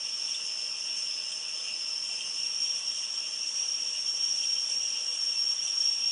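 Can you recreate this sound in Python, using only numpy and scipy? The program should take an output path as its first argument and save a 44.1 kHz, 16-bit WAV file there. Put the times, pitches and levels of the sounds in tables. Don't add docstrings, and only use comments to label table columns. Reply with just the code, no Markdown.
import sys
import numpy as np
from scipy import signal
from scipy.fft import rfft, irfft, next_fast_len
from scipy.io import wavfile
from scipy.ndimage import uniform_filter1d, map_coordinates

SR = 44100
rng = np.random.default_rng(int(sys.argv[2]) if len(sys.argv) > 2 else 0)


def unload_audio(sound):
    columns = np.transpose(np.atleast_2d(sound))
    steps = np.round(np.clip(columns, -1, 1) * 32767)
    wavfile.write(sys.argv[1], SR, steps.astype(np.int16))


def voltage_ratio(level):
    return 10 ** (np.asarray(level, float) / 20)


N = 269451
T = np.arange(N) / SR


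def unit(x):
    return x / np.sqrt(np.mean(np.abs(x) ** 2) + 1e-20)


def along(points, hz):
    f, v = np.transpose(points)
    return np.interp(np.log(hz + 1), np.log(f + 1), v)


def curves(rows):
    time_s, *columns = np.transpose(rows)
    return [np.interp(T, time_s, column) for column in columns]


def wobble(rate_hz):
    knots = rng.standard_normal(1000)[:int(N * rate_hz / SR) + 4]
    return map_coordinates(knots, [T * rate_hz], mode="nearest")


def drift(bandwidth_hz):
    slow = signal.lfilter([1], np.poly([.8, .8]), rng.standard_normal(N))
    position = np.cumsum(bandwidth_hz) / SR * 2 * np.pi / np.log(1.25)
    return unit(map_coordinates(slow, [position]))


def filtered(x, response):
    m = next_fast_len(N + SR)
    return irfft(rfft(x, m) * response(np.fft.rfftfreq(m, 1 / SR)), m)[:N]


def rush(response, patchy_db):
    z = signal.stft(rng.standard_normal(N + 1024), nperseg=512)[2]
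    field = uniform_filter1d(rng.standard_normal(z.shape), size=6, axis=0)
    field = uniform_filter1d(field, size=8, axis=1)
    noise = signal.istft(z * voltage_ratio(patchy_db * unit(field)), nperseg=512)[1][:N]
    return unit(filtered(noise, response))


def cavities(modes):
    def response(hz):
        power = 0
        for centre, width, db in modes:
            resonance = hz * width / (centre * centre - hz * hz + 1j * hz * width)
            power = power + voltage_ratio(2 * db) * np.abs(resonance) ** 4
        return np.sqrt(power)
    return response


def standing(waves, hz):
    return voltage_ratio(sum(db * np.exp(-4 * np.log(2) * ((hz - c) / w) ** 2) for c, w, db in waves))


# (time [s], hiss [dB], whistle [dB], pitch rise [Hz])
SURGES = [(.28, 3, 2, 0), (.65, 0, 2, 0), (1.12, 0, 2, -0.5), (1.68, 4, 0, 0), (2.0, -4, 1, 1.5),
          (2.15, 2, 0.5, 0), (2.4, 3, -1, -0.5), (2.68, 3, 2, 30.5), (3.0, 3, 0, 0), (3.62, -1, 2.5, 0),
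          (3.9, 3, 0.5, 0), (4.27, 4.5, 2.5, 0.5), (4.48, 3, 2, -0.5), (4.87, 1.5, 2.5, 46.5),
          (5.2, 0.5, -0.5, -0.5), (5.38, -0.5, 2, 10), (5.679, 0.5, 0.5, 65.5), (5.84, 1, 4, -0.5),
          (6.1, 4, 0.5, 2.5)]


def surges():
    half_length_s = .055
    return sum(np.outer(gains, np.exp(-.5 * ((T - s) / half_length_s) ** 2)) for s, *gains in SURGES)


# (time [s], pitch [Hz], whistle level [dB])
STEAM = [(0, 5450, -32.5), (.17, 5400, -33.8), (.31, 5535, -34), (.5, 5310, -34.8), (.9, 5505, -33.2),
         (1.17, 5275, -33.8), (1.46, 5400, -35), (1.65, 5320, -33.3), (2.08, 5410, -32.7),
         (2.27, 5330, -34.7), (2.43, 5535, -31.5), (3.0, 5530, -33), (3.35, 5470, -34.4),
         (3.62, 5650, -31.7), (3.97, 5490, -31.2), (4.3, 5590, -30.5), (5.2, 5520, -30.5),
         (6.11, 5550, -29.7)]


def note():
    return curves(STEAM)[0] + surges()[2]


# (frequency [Hz], gain [dB])
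CHAMBER = [(4700, -1), (4980, -1.5), (5120, 3), (5720, 1), (5850, 3), (6300, -5)]


def whistle(level_db):
    spread_hz = 120 - 9 * T
    locked = np.clip((150 - spread_hz) / 110, .1, .9)
    jitter_hz = spread_hz * (.1 * wobble(14) + .9 * drift(np.full(N, 95.)))
    turbulence = drift(1.2 * spread_hz) + 1j * drift(1.2 * spread_hz)
    centre = 2 * np.pi * np.cumsum(note()) / SR
    jitter = 2 * np.pi * np.cumsum(jitter_hz) / SR
    tone = np.sqrt(2 * locked) * voltage_ratio(0.35 * wobble(40)) * np.cos(centre + jitter)
    breath = np.sqrt(1 - locked) * (turbulence * np.exp(1j * centre)).real
    return voltage_ratio(level_db) * unit(filtered(tone + breath, lambda hz: voltage_ratio(along(CHAMBER, hz))))


# (centre [Hz], width [Hz], level [dB])
CAP = [(2470, 195, -7), (2761, 395, -0.5), (2960, 210, -2), (3150, 540, 2), (3300, 92, 2),
       (3480, 160, -7.5), (4520, 140, -9)]
# (frequency [Hz], density [dB per Hz])
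JET = [(3500, -26.5), (4700, -13.5), (5200, 11), (5900, 10.5), (6400, 7), (6750, -1.5), (7100, 0),
       (7800, -8), (8400, -0.5), (9300, -3.5), (10000, -12), (11500, -21)]


def hiss(cap_db, jet_db):
    surge = wobble(22)
    lean_db = (uniform_filter1d(note(), size=SR) - 5470) / 75
    lower = voltage_ratio(-3.0 - lean_db + 0.57 * wobble(30)) * rush(cavities(CAP[:3]), patchy_db=1.9)
    upper = voltage_ratio(-4.0 + .6 * lean_db + 0.35 * wobble(30)) * rush(cavities(CAP[3:]), patchy_db=1.3)
    jet = rush(lambda hz: voltage_ratio(along(JET, hz)), patchy_db=1.5)
    jet *= voltage_ratio(jet_db + 0.71 * surge + 0.87 * wobble(35))
    return voltage_ratio(cap_db + 0.64 * surge) * (lower + upper) + jet


# (time [s], peak [dB], pitch [Hz], fizz [dB])
SPITS = [
    (0.3441, -28.5, 3530, -6),
    (1.3185, -36, 3150, -0.5),
    (1.6038, -47, 3480, -5),
    (2.2066, -32, 3150, -5),
    (2.913, -36.5, 3177, -2),
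    (4.434, -29.5, 3190, -6),
    (5.675, -40, 3144, 5.5),
    (3.65, -47, 3320, 5),
    (3.762, -47.5, 3300, 6),
]


def spits():
    rings, puffs, t = np.zeros(N + SR), np.zeros(N + SR), T[:SR // 10]
    for s, db, hz, fizz_db in SPITS:
        start = round(s * SR)
        rise = voltage_ratio(db) * (1 - np.exp(-t / 0.00097))
        rings[start:][:len(t)] += rise * np.sin(2 * np.pi * hz * t) * voltage_ratio(-60 * t / 0.042)
        puffs[start:][:len(t)] += rise * voltage_ratio(fizz_db - 60 * t / 0.046) * rng.standard_normal(len(t))

    def cap_and_jet(hz):
        return voltage_ratio(11) * cavities(CAP)(hz) + voltage_ratio(7) * (hz > 6500) * voltage_ratio(along(JET, hz))
    return rings[:N] + filtered(puffs[:N], cap_and_jet)


# (frequency [Hz], density [dB per Hz])
FLAME = [(20, -24), (60, -18.5), (110, -9.5), (200, -6.5), (500, 0), (1200, 1), (2100, -2), (4200, -6.5),
         (6000, -12), (11000, -10.5)]
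# (centre [Hz], width [Hz], gain [dB])
HOB_STANDING = [(134, 14, 5.3), (180, 16, 8.6), (232, 44, 5.7), (309, 18, 6.9), (416, 20, -7.4),
                (494, 27, 6.9), (614, 28, 6.2), (685, 28, -5.9), (722, 16, 4.4), (883, 18, 4.9),
                (1095, 25, 5.0), (1154, 26, 4.7), (1333, 66, 14.0), (1346, 90, -11.5), (1767, 36, 5.2),
                (1910, 27, -5.7), (1958, 25, 5.7), (2034, 17, -7.3), (2094, 27, -5.6), (2145, 26, -4.7)]


def burner():
    return voltage_ratio(-52.0) * rush(lambda hz: voltage_ratio(along(FLAME, hz)) * standing(HOB_STANDING, hz), patchy_db=0.9)


# (delay [ms], gain [ratio])
ECHOES = [(2.529, 0.12), (2.754, -0.16), (3.127, 0.18), (3.22, 0.13), (3.604, -0.07), (4.62, -0.11),
          (5.291, -0.07), (5.889, -0.08), (8.419, 0.07), (9.671, -0.09), (10.219, -0.09), (11.217, 0.07),
          (11.784, -0.08), (12.918, -0.07)]
# (centre [Hz], width [Hz], gain [dB])
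STANDING = [(2564, 15, -6.3), (2600, 28, 4.5), (2697, 17, 9.5), (2807, 12, -6.6), (2842, 31, 7.9),
            (3150, 22, 4.9), (3237, 25, -3.9), (3306, 12, -7.2), (3494, 62, 4.1), (3540, 14, -6.1),
            (5031, 19, -7.9), (5180, 15, 3.7), (5259, 24, 5.0), (5370, 13, 4.0), (5426, 30, 6.5),
            (5518, 35, -10.8), (5518, 68, 11.5), (5567, 13, -8.0), (5586, 12, 5.9), (5667, 64, 3.3),
            (5754, 16, -4.3), (5835, 76, -1.5), (5895, 15, -7.9), (6168, 54, 3.6), (6210, 14, -7.5),
            (6263, 26, -6.0), (6284, 34, 5.8), (6344, 17, 5.7), (6464, 46, 3.7), (6572, 31, 4.1)]
# (frequency [Hz], level [dB])
DIFFUSE = [(100, -10), (2200, -10), (2500, -15), (3600, -15), (3800, -3), (4900, -3), (5100, -14),
           (6500, -14), (6800, -2), (11000, -2)]


def kitchen(x):
    t = T[:SR // 2]
    decay = voltage_ratio(-60 * t / .45)
    tail = np.pad(rng.standard_normal(len(t)) * decay, (300, 0))
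    reverb = signal.fftconvolve(x, tail / np.linalg.norm(tail))[:N]
    diffuse = filtered(reverb, lambda hz: voltage_ratio(along(DIFFUSE, hz)))

    def near(hz):
        echoes = sum(gain * np.exp(-2j * np.pi * hz * ms / 1000) for ms, gain in ECHOES)
        return (1 + echoes) * standing(STANDING, hz)
    return filtered(x, near) + diffuse


def scene():
    gulp_db, swell_db, _ = surges()
    pitch_hz = note()
    whistle_db = curves(STEAM)[1] - 3.6 + swell_db
    cap_db = -45.67 + .7 * gulp_db
    jet_db = -41.5 + 0.0092 * (pitch_hz - pitch_hz.mean()) + .3 * gulp_db
    kettle = whistle(whistle_db) + hiss(cap_db, jet_db) + spits()
    flame = burner()
    treble = filtered(flame, lambda hz: hz > 2250)
    return (kitchen(kettle + voltage_ratio(-1.0) * treble) + flame - treble)[None]


def low_pass(x):
    return signal.sosfilt(signal.butter(12, 11090, fs=SR, output="sos"), x)


# (frequency [Hz], gain [dB])
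TOP = [(10800, -1), (10950, -4), (11100, -19), (11250, -53), (11400, -90)]


def record(dry):
    mix = filtered(dry[0], lambda hz: voltage_ratio(along(TOP, hz)))[None]
    return low_pass(mix)


dry = scene()
out = record(dry)
unload_audio(out)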